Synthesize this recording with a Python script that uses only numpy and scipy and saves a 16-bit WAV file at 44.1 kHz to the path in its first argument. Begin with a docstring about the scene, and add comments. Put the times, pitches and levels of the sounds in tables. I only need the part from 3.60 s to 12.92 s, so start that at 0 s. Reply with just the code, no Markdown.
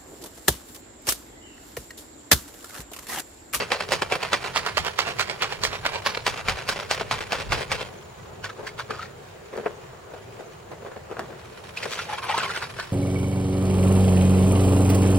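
"""Ice and drink are shaken hard in a closed metal shaker, outdoors, close to a handheld camera's two ports.
On each stroke one chunk strikes the end, the rest shower after it, the drink follows and the return is softer.
Then come slow, gurgling sloshes, dull knocks and a last swirl, over light wind and a faint, far, high trill.
Ice and drink are random collisions filtered by the shaker's resonances; bubbles and trill are gliding sines;
wind is filtered noise, partly alike at the two ports."""
import sys
import numpy as np
from scipy import signal
from scipy.fft import irfft
from scipy.io import wavfile
from scipy.ndimage import uniform_filter1d

SR = 44100
rng = np.random.default_rng(int(sys.argv[2]) if len(sys.argv) > 2 else 0)


def wav_record(signal):
    """Record a signal, one row per channel, as 16-bit PCM in the file named by sys.argv[1]."""
    frames = np.transpose(np.atleast_2d(signal))
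    bounded = np.clip(frames, -1, 1)
    # unit amplitude maps onto the largest positive 16-bit level
    quanta = np.round(bounded * 32767).astype(np.int16)
    wavfile.write(sys.argv[1], SR, quanta)


N = 411012
TAPS = 2048  # length of filters, clacks and wind frames, in samples
HZ = np.fft.rfftfreq(TAPS, 1 / SR)

# shakes, one row each, levels ahead of each layer's trim: (first chunk strikes [s], chunk level [dB],
# shower level [dB], treble [dB], puff of air level [dB], load lands back [s], return level [dB])
STROKES = [(-.09, -10, -21, 0, -50, .003, -25), (.119, -14, -21.5, 0, -55, .212, -29.5),
           (0.3202, -15, -20, 6, -46, .424, -29), (0.522, -14, -21.5, -1, -47, .637, -28.5),
           (0.7313, -13, -20, 0.5, -50, .859, -27), (0.9605, -17, -19.5, 2, -42, 1.075, -27),
           (1.1715, -15, -24, 1, -38, 1.276, -27.5), (1.3899, -13, -21.5, 1.5, -58, 1.486, -25.5),
           (1.5952, -19.5, -20, 3, -56, 1.704, -27.5), (1.8218, -17, -21.5, -2.5, -58, 1.924, -29),
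           (2.0361, -16.5, -24, 7.5, -36.5, 2.147, -28.5), (2.2533, -18.5, -23.5, -6, -58, 2.352, -28.5),
           (2.4626, -15, -22, 3, -61, 2.56, -28.5), (2.6656, -15, -25, 4, -44, 2.768, -30),
           (2.885, -15, -21, 1, -34, 2.99, -31.5), (3.09, -18.5, -21.5, 5, -44, 3.196, -29),
           (3.3112, -15.5, -23, 4.5, -43, 3.4, -30), (3.5118, -16.5, -24, 0, -42.5, 3.605, -29),
           (3.7217, -19.5, -23.5, 0, -52, 3.813, -29), (3.9216, -16.5, -21, 0.5, -31.5, 4.008, -27),
           (4.117, -17.5, -23, -0.5, -38, 4.214, -30)]
# slow sloshes, each trapping air, levels ahead of each layer's trim:
# (time [s], level [dB], length [s], air pocket resonance [Hz], bubble level [dB])
SLOSH_EVENTS = [(4.845, -29, 0.028, 1450, -35), (4.897, -34.5, 0.016, 1220, -48),
                (5.075, -32, 0.025, 1770, -23), (5.194, -28.5, .024, 1264, -35),
                (5.308, -33, 0.034, 1250, -27), (5.348, -38, 0.048, 1240, -28),
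                (5.393, -39.5, 0.035, 1256, -19.5), (5.429, -36, .045, 1350, -23),
                (8.173, -35, 0.033, 2510, -14.5), (8.233, -30, 0.034, 1950, -24),
                (8.321, -30.5, 0.066, 2430, -27), (8.389, -29.5, .04, 1380, -18.5),
                (8.42, -35.5, .04, 2600, -32), (8.496, -34.5, 0.039, 850, -21),
                (8.531, -30.5, 0.059, 827, -17.5), (8.581, -33, 0.024, 1050, -21),
                (8.635, -30.5, 0.032, 985, -35), (8.698, -24.5, .06, 856, -14), (8.741, -31, .05, 915, -12),
                (8.779, -24.5, 0.042, 1036, -17), (8.805, -32, 0.031, 1480, -16),
                (8.832, -25, 0.049, 1030, -19), (8.901, -31.5, .06, 1390, -15.5),
                (8.96, -29, .04, 1550, -19), (9.024, -31, 0.046, 1440, -23), (9.2, -30.5, 0.054, 1470, -25)]
SLOSH_RISE_SHARE = 0.36  # share of a slosh spent swelling
# relative spectrum of dull handling: (frequency [Hz], level per Hz [dB])
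DULL_SPECTRUM = [(80, -23), (200, -3), (290, -8), (400, 4.5), (660, -1.5), (900, -6), (1450, -10),
                 (2100, -16.5), (16000, -53)]


def gain_of(db):
    """Amplitude factor of a level in dB."""
    return 10 ** (np.asarray(db) / 20)


def evened(x):
    """The signal scaled to unit power."""
    return x / np.sqrt(np.mean(x ** 2) + 1e-20)


def read(points, hz=HZ):
    """A spectrum joined by straight lines on a log-frequency axis."""
    f, value = np.transpose(points)
    return np.interp(np.log(hz + 1), np.log(f + 1), value)


def curve(points):
    """A control joined by straight lines in time."""
    return np.interp(np.arange(N) / SR, *np.transpose(points))


def add(mix, s, sound):
    """Lay a sound into the mix at time s, cutting what falls outside."""
    at = round(s * SR)
    sound = sound[:, max(-at, 0):]
    part = mix[:, max(at, 0):][:, :sound.shape[1]]
    part += sound[:, :part.shape[1]]


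def bump(hz, width, db):
    """The dB curve of one resonance."""
    return db / (1 + (2 * (HZ - hz) / width) ** 2)


def tilt(bass_db, treble_db):
    """Heavy lumps add bass, sharp corners add treble."""
    return read([(500, bass_db), (1100, 0), (2600, 0), (6000, treble_db)])


def colour(x, db, s):
    """A causal filter of unit power, heard at two ports with the level and delay between them at time s."""
    # where the shaker is: (time [s], left over right [dB], lag of left [ms])
    shaker_place = [(0, -1, 0.042), (.7, -3, 0.024), (1.048, -6, 0.17), (2.3, -3.5, 0.16), (2.6, -1, 0.039),
                    (9.3, 0.6, 0)]
    # microphone pair: (frequency [Hz], phase by which left leads [rad])
    port_lead = [(20, -3), (340, -.5), (950, 0.06), (2300, 0.65), (4500, 2.22), (9000, 1.5), (16000, 1.5)]
    # microphone pair: (frequency [Hz], left over right [dB])
    port_balance = [(100, 1.5), (400, 3), (1300, 0), (2500, -0.6), (4400, -1.5), (8000, 4), (15000, 4.5)]
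    times, *place = np.transpose(shaker_place)
    pan_db, lag_ms = (np.interp(s, times, column) for column in place)
    log_gain = np.log(gain_of(np.maximum(db - db.max(), -100)))
    # the minimum phase follows from the log gain
    phase = -signal.hilbert(np.r_[log_gain, log_gain[-2:0:-1]]).imag[:len(HZ)]
    lead = read(port_lead) - 2 * np.pi * HZ * lag_ms / 1000
    side = np.array([[.5], [-.5]])  # half of each difference goes to each port
    port_gain = gain_of(side * (pan_db + read(port_balance)))
    ports = np.exp(log_gain + 1j * (phase + side * lead)) * port_gain
    margin = 32  # samples of room for the port that leads
    taps = np.roll(irfft(ports), margin, axis=1)
    taps /= np.sqrt(np.sum(taps ** 2) / 2)
    return signal.oaconvolve(x, taps, axes=1)[:, margin:]


def clack(ring_s, direct, same, tail_db=-14, tail_s=0.009, chunk_db=-9, chunk_s=0.008, count=8):
    """One collision: a sharp contact, a dense ring of the vessel, the chunk's own modes and weak reflections."""
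    t = np.arange(TAPS) / SR
    shared, own, late = rng.standard_normal((3, 2, TAPS))
    same = np.clip(same, 0, 1)  # share of the ring's power common to both ports
    ring = np.sqrt(same) * shared[0] + np.sqrt(1 - same) * own
    ring = evened(ring * np.exp(-t / ring_s))
    contact = evened(1. * (t == 0))
    mode_hz = rng.uniform(1532, 15000, (count, 1))
    modes = np.sin(2 * np.pi * mode_hz * t).sum(0) * np.exp(-t / chunk_s)
    sound = ring + direct * contact + gain_of(chunk_db) * evened(modes)
    reflections = evened(late * np.exp(-t / tail_s))
    return evened(sound + gain_of(tail_db) * reflections) / np.sqrt(TAPS)


def rattle(envelope, per_s, spread_db, ring_s, same, fizz_db=-6, count=4):
    """Random collisions of several chunks, mostly small and a few large, in a fine fizz of slush."""
    n = len(envelope)
    size = gain_of(spread_db * np.minimum(rng.exponential(1, n), 3.5)) * rng.choice([-1, 1], n)
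    clicks = size * (rng.random(n) < per_s / SR) * envelope
    clicks = evened(clicks) * np.sqrt(np.mean(envelope ** 2))
    chunk = rng.integers(0, count, n)
    out = 0
    for k in range(count):
        own_clicks = (clicks * (chunk == k))[None]
        out = out + signal.oaconvolve(own_clicks, clack(ring_s, 0.39, same), axes=1)
    # crumbs and froth are mostly treble
    fizz = np.diff(rng.standard_normal((2, n + 1)) + rng.standard_normal(n + 1))
    out[:, :n] += gain_of(fizz_db) * envelope * evened(fizz)
    return out


def surge(s, db, rise, fall, shape=1.165):
    """Start time and envelope of a load that piles up and settles around time s."""
    rise, fall = max(rise, .001), max(fall, .002)
    t = np.arange(-4 * rise, 4 * fall, 1 / SR)
    return s + t[0], gain_of(db) * np.exp(-np.maximum(-t / rise, t / fall) ** shape)


def shaker_db():
    """The colour of ice heard through the shaker's walls."""
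    # relative spectrum of ice: (frequency [Hz], level per Hz [dB])
    ice_spectrum = [(88, -30.5), (150, -6.5), (303, -11.5), (439, 0.5), (716, -1), (1480, -2), (1790, -3.5),
                    (2270, -3.5), (2810, -6), (3490, -9), (5150, -12.5), (15100, -38), (16000, -27)]
    # resonances of the shaker, damped by hand and drink: (frequency [Hz], width [Hz], height [dB])
    wall_modes = [(1030, 260, 2.5), (1454, 200, 1.5), (2390, 69, 2), (3500, 1300, 1), (4560, 140, 4)]
    return read(ice_spectrum) + sum(bump(*mode) for mode in wall_modes)


def bass_at(s):
    """The level of the bass in the shaker at time s."""
    # bass of the strokes: (time [s], level [dB])
    stroke_bass = [(0, 5), (.53, 7), (.75, 3.5), (1, -2.5), (2.2, -2.5), (3.3, -0.5), (4.1, 1.5)]
    return np.interp(s, *np.transpose(stroke_bass))


def blows(rows, body, ring_s, direct, same, level_db):
    """Single hard contacts, each level taken as if the blow's energy filled four milliseconds."""
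    out, size = np.zeros((2, N)), np.sqrt(.004 * SR)
    for s, db, bass_db, treble_db in rows:
        blow = colour(clack(ring_s, direct, same), body + tilt(bass_db, treble_db), s)
        add(out, s, gain_of(db + level_db) * size * blow / np.sqrt(np.sum(blow ** 2) / 2))
    return out


def chunks(lead_treble_db=-1, stray_treble_db=0):
    """The first chunk of every stroke and the stray ones strike the wall singly."""
    # stray chunks off the beat, ahead of the trim below: (time [s], level [dB])
    stray_hits = [(.2075, -22), (.2885, -27), (0.3344, -18.5), (0.4209, -15.5), (0.5544, -22),
                  (0.6316, -21), (1.063, -19.5), (1.1799, -16), (1.2487, -24), (1.266, -22), (1.833, -21),
                  (2.051, -16), (2.2635, -18.5), (2.678, -17.5), (3.9927, -31), (4.2028, -32),
                  (8.6962, -35), (8.7784, -20), (8.8515, -32), (8.9741, -27.5)]
    leading = [(s, db, bass_at(s), treble_db + lead_treble_db) for s, db, _, treble_db, *_ in STROKES]
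    stray = [(s, db, bass_at(s), stray_treble_db) for s, db in stray_hits]
    return blows(leading + stray, shaker_db(), ring_s=0.004, direct=0.42, same=0.8, level_db=-1.0)


def shaking(ice_per_s=700, drink_per_s=900, return_per_s=450):
    """Each shake lands as three showers of collisions: the ice, the drink behind it, and the return."""
    shower_lag_s, shower_rise_s, shower_fall_s = .008, .015, .015  # the rest of the ice, after the first chunk
    drink_db, drink_lag_s, drink_rise_s, drink_fall_s = -30, .031, .012, .019  # drink and slush follow
    return_rise_s, return_fall_s = .032, .029  # the soft landing at the other end
    return_bass_db, return_treble_db = 3, -1
    return_bass_share = 0.13  # how far the returns follow the level of the bass
    out, body = np.zeros((2, N)), shaker_db()
    for s, _, shower_db, treble_db, _, back_s, back_db in STROKES:
        ice = surge(s + shower_lag_s, shower_db, shower_rise_s, shower_fall_s)
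        drink = surge(s + drink_lag_s, drink_db, drink_rise_s, drink_fall_s)
        back = surge(back_s, back_db, return_rise_s, return_fall_s)
        hard = tilt(bass_at(s), treble_db)
        soft = tilt(return_bass_db + return_bass_share * bass_at(back_s), return_treble_db)
        loads = (ice, ice_per_s, hard), (drink, drink_per_s, hard), (back, return_per_s, soft)
        for (start, envelope), per_s, tone in loads:
            shower = rattle(envelope, per_s, spread_db=3.0, ring_s=0.0033, same=0.55, fizz_db=-5)
            add(out, start, colour(shower, body + tone, s))
    return out


def dripping(glint_hz=10500, glint_width=3000, glint_db=11):
    """Loose bits of ice tick brightly and drops run back, as a sparse rattle that never stops."""
    # small ice and drops that keep moving: (time [s], level [dB])
    drip_level = [(0, -43.5), (4.24, -48.5), (4.42, -55.5), (7.6, -57.5), (8.1, -46), (8.4, -45),
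                  (8.9, -41), (9.1, -43.5), (9.32, -43.5)]
    ticks = rattle(gain_of(curve(drip_level)), per_s=170, spread_db=3.0, ring_s=0.0059, same=0.1, fizz_db=-1)
    tone = shaker_db() + tilt(-1.8, -2.3) + bump(glint_hz, glint_width, glint_db)
    return colour(ticks, tone, N / SR / 2)[:, :N]


def steel(x, ring_db=-12, ring_s=0.0083, count=110):
    """The thin steel wall adds many faint, close modes that outlast each blow."""
    t = np.arange(SR // 8) / SR
    hz = rng.uniform(2000, 14000, (count, 1))
    size, turn = rng.random((2, count, 1)), rng.random((2, count, 1))
    ring = (size * np.sin(2 * np.pi * hz * t + np.pi * turn)).sum(1) * np.exp(-t / ring_s)
    return x + gain_of(ring_db) * signal.oaconvolve(x, evened(ring) / np.sqrt(len(t)), axes=1)[:, :N]


def clinking(ice, per_s=330, low_hz=2500, high_hz=11500, ring_s=0.0062, spread_db=3.0, db_per_octave=-5):
    """Chunks that touch each other ring briefly, each at its own pitch, as hard as the ice is moving."""
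    # how freely the chunks ring, most in the last swirl, ahead of pitch and chance:
    # (time [s], level against the moving ice [dB])
    clink_level = [(0, -15.5), (5.5, -15), (8.2, -8)]
    motion = np.sqrt(abs(uniform_filter1d((ice ** 2).mean(0), size=500))) * gain_of(curve(clink_level))
    out, t = np.zeros((2, N)), np.arange(SR // 16) / SR
    for when, pitch, chance, left, right in rng.random((int(per_s * N / SR), 5)):
        at, octaves = int(when * N), pitch * np.log2(high_hz / low_hz)
        size = motion[at] * gain_of(db_per_octave * octaves - spread_db * np.log(max(chance, .05)))
        ring = np.sin(2 * np.pi * low_hz * 2 ** octaves * t) * np.exp(-t / ring_s)
        add(out, at / SR, size * (.5 + np.array([[left], [right]])) * ring)
    return out


def wind(spectrum, patchy_db, swell_db, alike=1):
    """Noise with drifting patches and a slow swell, partly alike at the two ports."""
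    # likeness of the outdoor air at the two ports, scaled by alike: (frequency [Hz], likeness [-1 to 1])
    port_likeness = [(40, 0.96), (130, 1), (280, 0.35), (500, 0.083), (2000, 0.067), (9000, 0.048)]
    frames = N // (TAPS // 4) + 5
    a, b, c, d, patches = rng.standard_normal((5, frames, len(HZ)))
    patches = uniform_filter1d(patches, size=8, axis=0)  # along time
    patches = evened(uniform_filter1d(patches, size=20, axis=1))  # along frequency
    swell = evened(uniform_filter1d(rng.standard_normal((frames, 1)), size=30, axis=0))
    same, left = np.clip(alike * read(port_likeness), -1, 1), a + 1j * b
    right = same * left + np.sqrt(1 - same ** 2) * (c + 1j * d)
    z = np.array([left, right])
    z *= gain_of(read(spectrum) + patchy_db * patches + swell_db * swell)
    noise = signal.istft(z.transpose(0, 2, 1), nperseg=TAPS, noverlap=TAPS * 3 // 4)[1]
    return evened(noise[:, :N])


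def outdoor_air(level_db=-42.5):
    """Light wind around the place: steady noise with a gentle swell."""
    # relative spectrum of the outdoor air: (frequency [Hz], level per Hz [dB])
    air_spectrum = [(20, -31), (50, -13.5), (100, 2), (165, -3), (215, -8.5), (290, -14), (400, 0),
                    (600, -6.5), (1000, -10.5), (2000, -18.5), (5500, -29.5), (7200, -28.5), (12500, -41.5),
                    (15500, -33)]
    return gain_of(level_db) * wind(air_spectrum, patchy_db=1.5, swell_db=.6)


def buffeting(puff_s=0.047, puff_lag_s=0.022):
    """The swinging arm stirs the air at the ports, with a low puff on each stroke."""
    # relative spectrum of the stirred air: (frequency [Hz], level per Hz [dB])
    buffet_spectrum = [(20, -17), (45, 0), (90, 1.5), (150, -2), (230, -14.5), (400, -21), (1000, -70)]
    # stirring between the puffs: (time [s], level [dB])
    stir_level = [(0, -58), (4.2, -47.5), (4.4, -54), (8.4, -67), (9.3, -50)]
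    t = np.arange(N) / SR
    power = gain_of(curve(stir_level)) ** 2
    for s, _, _, _, puff_db, *_ in STROKES:
        power += gain_of(puff_db) ** 2 * np.exp(-((t - s - puff_lag_s) / puff_s) ** 2)
    return np.sqrt(power) * wind(buffet_spectrum, patchy_db=2, swell_db=0, alike=.5)


def trill(level_db=-63, centre_hz=6850, swing_hz=420, notes_per_s=17, blur_s=.004):
    """A far small bird twitters in quick falling notes, blurred by the bushes."""
    # the bird comes and goes, ahead of the overall level: (time [s], relative level [dB])
    bird_level = [(4.2, -1.5), (6, -7.5), (7.2, -5.5), (8, -12)]
    waver, loudness = (evened(signal.resample(rng.standard_normal(count), N)) for count in (500, 300))
    note = np.cumsum(notes_per_s * (1 + 0.04 * waver)) / SR % 1  # position within each note
    hz = centre_hz + swing_hz * (1 - 2 * note) + 110 * waver
    swell = np.sin(np.pi * note) * gain_of(loudness + curve(bird_level))
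    song = swell * np.sin(2 * np.pi * np.cumsum(hz) / SR)
    bushes = rng.standard_normal((2, TAPS)) * np.exp(-np.arange(TAPS) / SR / blur_s)
    return gain_of(level_db) * evened(signal.oaconvolve(song[None], bushes, axes=1)[:, :N])


def knocking(bass_db=-7.5):
    """Dull knocks ring a few low, quickly damped resonances."""
    # dull knocks, ahead of the trim below: (time [s], level [dB], treble [dB])
    knock_events = [(3.4105, -21, 4), (5.0363, -49, 2), (6.061, -17, -26), (7.5686, -31, -1),
                    (7.5938, -23, 8.5), (8.2561, -23.5, 7), (9.1905, -32, -12)]
    # resonances that a knock on the handheld body rings: (frequency [Hz], width [Hz], height [dB])
    body_modes = [(441, 86, 5.5), (660, 100, 8.5), (1530, 340, 5)]
    body = read(DULL_SPECTRUM) + sum(bump(*mode) for mode in body_modes)
    rows = [(s, db, bass_db, treble_db) for s, db, treble_db in knock_events]
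    return blows(rows, body, ring_s=0.0081, direct=0.74, same=0.73, level_db=1.0)


def sloshing(level_db=-1, pocket_width=0.34, splash_hz=3500, splash_width=2500, splash_db=3):
    """Drink and slush run along the wall and ring the air pocket that they enclose."""
    pocket_db, slosh_bass_db, slosh_treble_db = 6.5, -2, 2
    # a pocket smaller than the usual one goes with a brighter splash
    usual_pocket_hz, treble_db_per_octave = 1300, 9
    # the splash itself sits in the low treble
    out, body = np.zeros((2, N)), shaker_db() + bump(splash_hz, splash_width, splash_db)
    for s, db, length, pocket_hz, _ in SLOSH_EVENTS:
        rise = SLOSH_RISE_SHARE * length
        start, envelope = surge(s, db + level_db, rise, length - rise)
        slush = rattle(envelope, per_s=1500, spread_db=3.5, ring_s=0.0021, same=0.62, fizz_db=-9)
        pocket = bump(pocket_hz, pocket_width * pocket_hz, pocket_db)
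        treble_db = slosh_treble_db + treble_db_per_octave * np.log2(pocket_hz / usual_pocket_hz)
        add(out, start, colour(slush, body + tilt(slosh_bass_db, treble_db) + pocket, s))
    return out


def bubble(db, hz, cycles=9, climb_per_s=0.8):
    """A bubble rings for a few cycles and climbs in pitch as it nears the surface."""
    t = np.arange(SR // 12) / SR
    turns = hz * (t + climb_per_s * t ** 2 / 2)
    ring = np.sin(2 * np.pi * turns) * (1 - np.exp(-turns)) * np.exp(-turns / cycles)
    return gain_of(db) * np.array([ring, ring])


def gurgling(level_db=-3, small_db=2, small_octaves=1.62, count=4):
    """Each slosh pinches off its air pocket as one large bubble and sheds smaller ones, tending higher."""
    out = np.zeros((2, N))
    all_draws = rng.random((len(SLOSH_EVENTS), count, 2))
    for (s, db, length, hz, bubble_db), draws in zip(SLOSH_EVENTS, all_draws):
        add(out, s, bubble(bubble_db + level_db, hz))
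        for when, size in draws:
            small_hz = hz * 2 ** (small_octaves * when * size)
            add(out, s + length * (when - SLOSH_RISE_SHARE), bubble(db + small_db, small_hz))
    return out


def handling(rise_share=0.32, bass_db=0, treble_db=3):
    """Soft scuffs: sparse, dull little bumps."""
    # dull scuffs of handling: (time [s], level [dB], length [s])
    scuff_events = [(4.993, -34, .034), (5.04, -34, .035), (5.308, -29.5, 0.038), (5.936, -32, 0.03),
                    (5.972, -28, .04), (6.062, -31.5, 0.062), (6.339, -43, .06), (6.539, -39.5, .09),
                    (6.799, -36, 0.036), (7.117, -32.5, 0.03), (7.245, -34, 0.059), (7.321, -36, 0.021),
                    (7.366, -36.5, .03), (7.512, -32, .04), (7.6, -35, 0.09), (7.709, -39, 0.071)]
    out = np.zeros((2, N))
    for s, db, length in scuff_events:
        start, envelope = surge(s, db, rise_share * length, (1 - rise_share) * length)
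        bumps = rattle(envelope, per_s=490, spread_db=0.5, ring_s=0.0025, same=0.43)
        add(out, start, colour(bumps, read(DULL_SPECTRUM) + tilt(bass_db, treble_db), s))
    return out


def scene():
    """The shaker and the hands, close up, over the outdoor air."""
    ice = chunks() + shaking() + dripping() + sloshing()
    shaker = steel(ice) + clinking(ice) + gurgling()
    air = outdoor_air() + buffeting() + trill()
    return shaker + air + knocking() + handling()


def record(dry):
    """The camera's band limit: a steep low-pass filter."""
    edge_hz = 15950
    low_pass = signal.firwin(511, edge_hz, window=("kaiser", 9), fs=SR)
    return signal.oaconvolve(dry, low_pass[None], "same")


dry = scene()
out = record(dry)
wav_record(out)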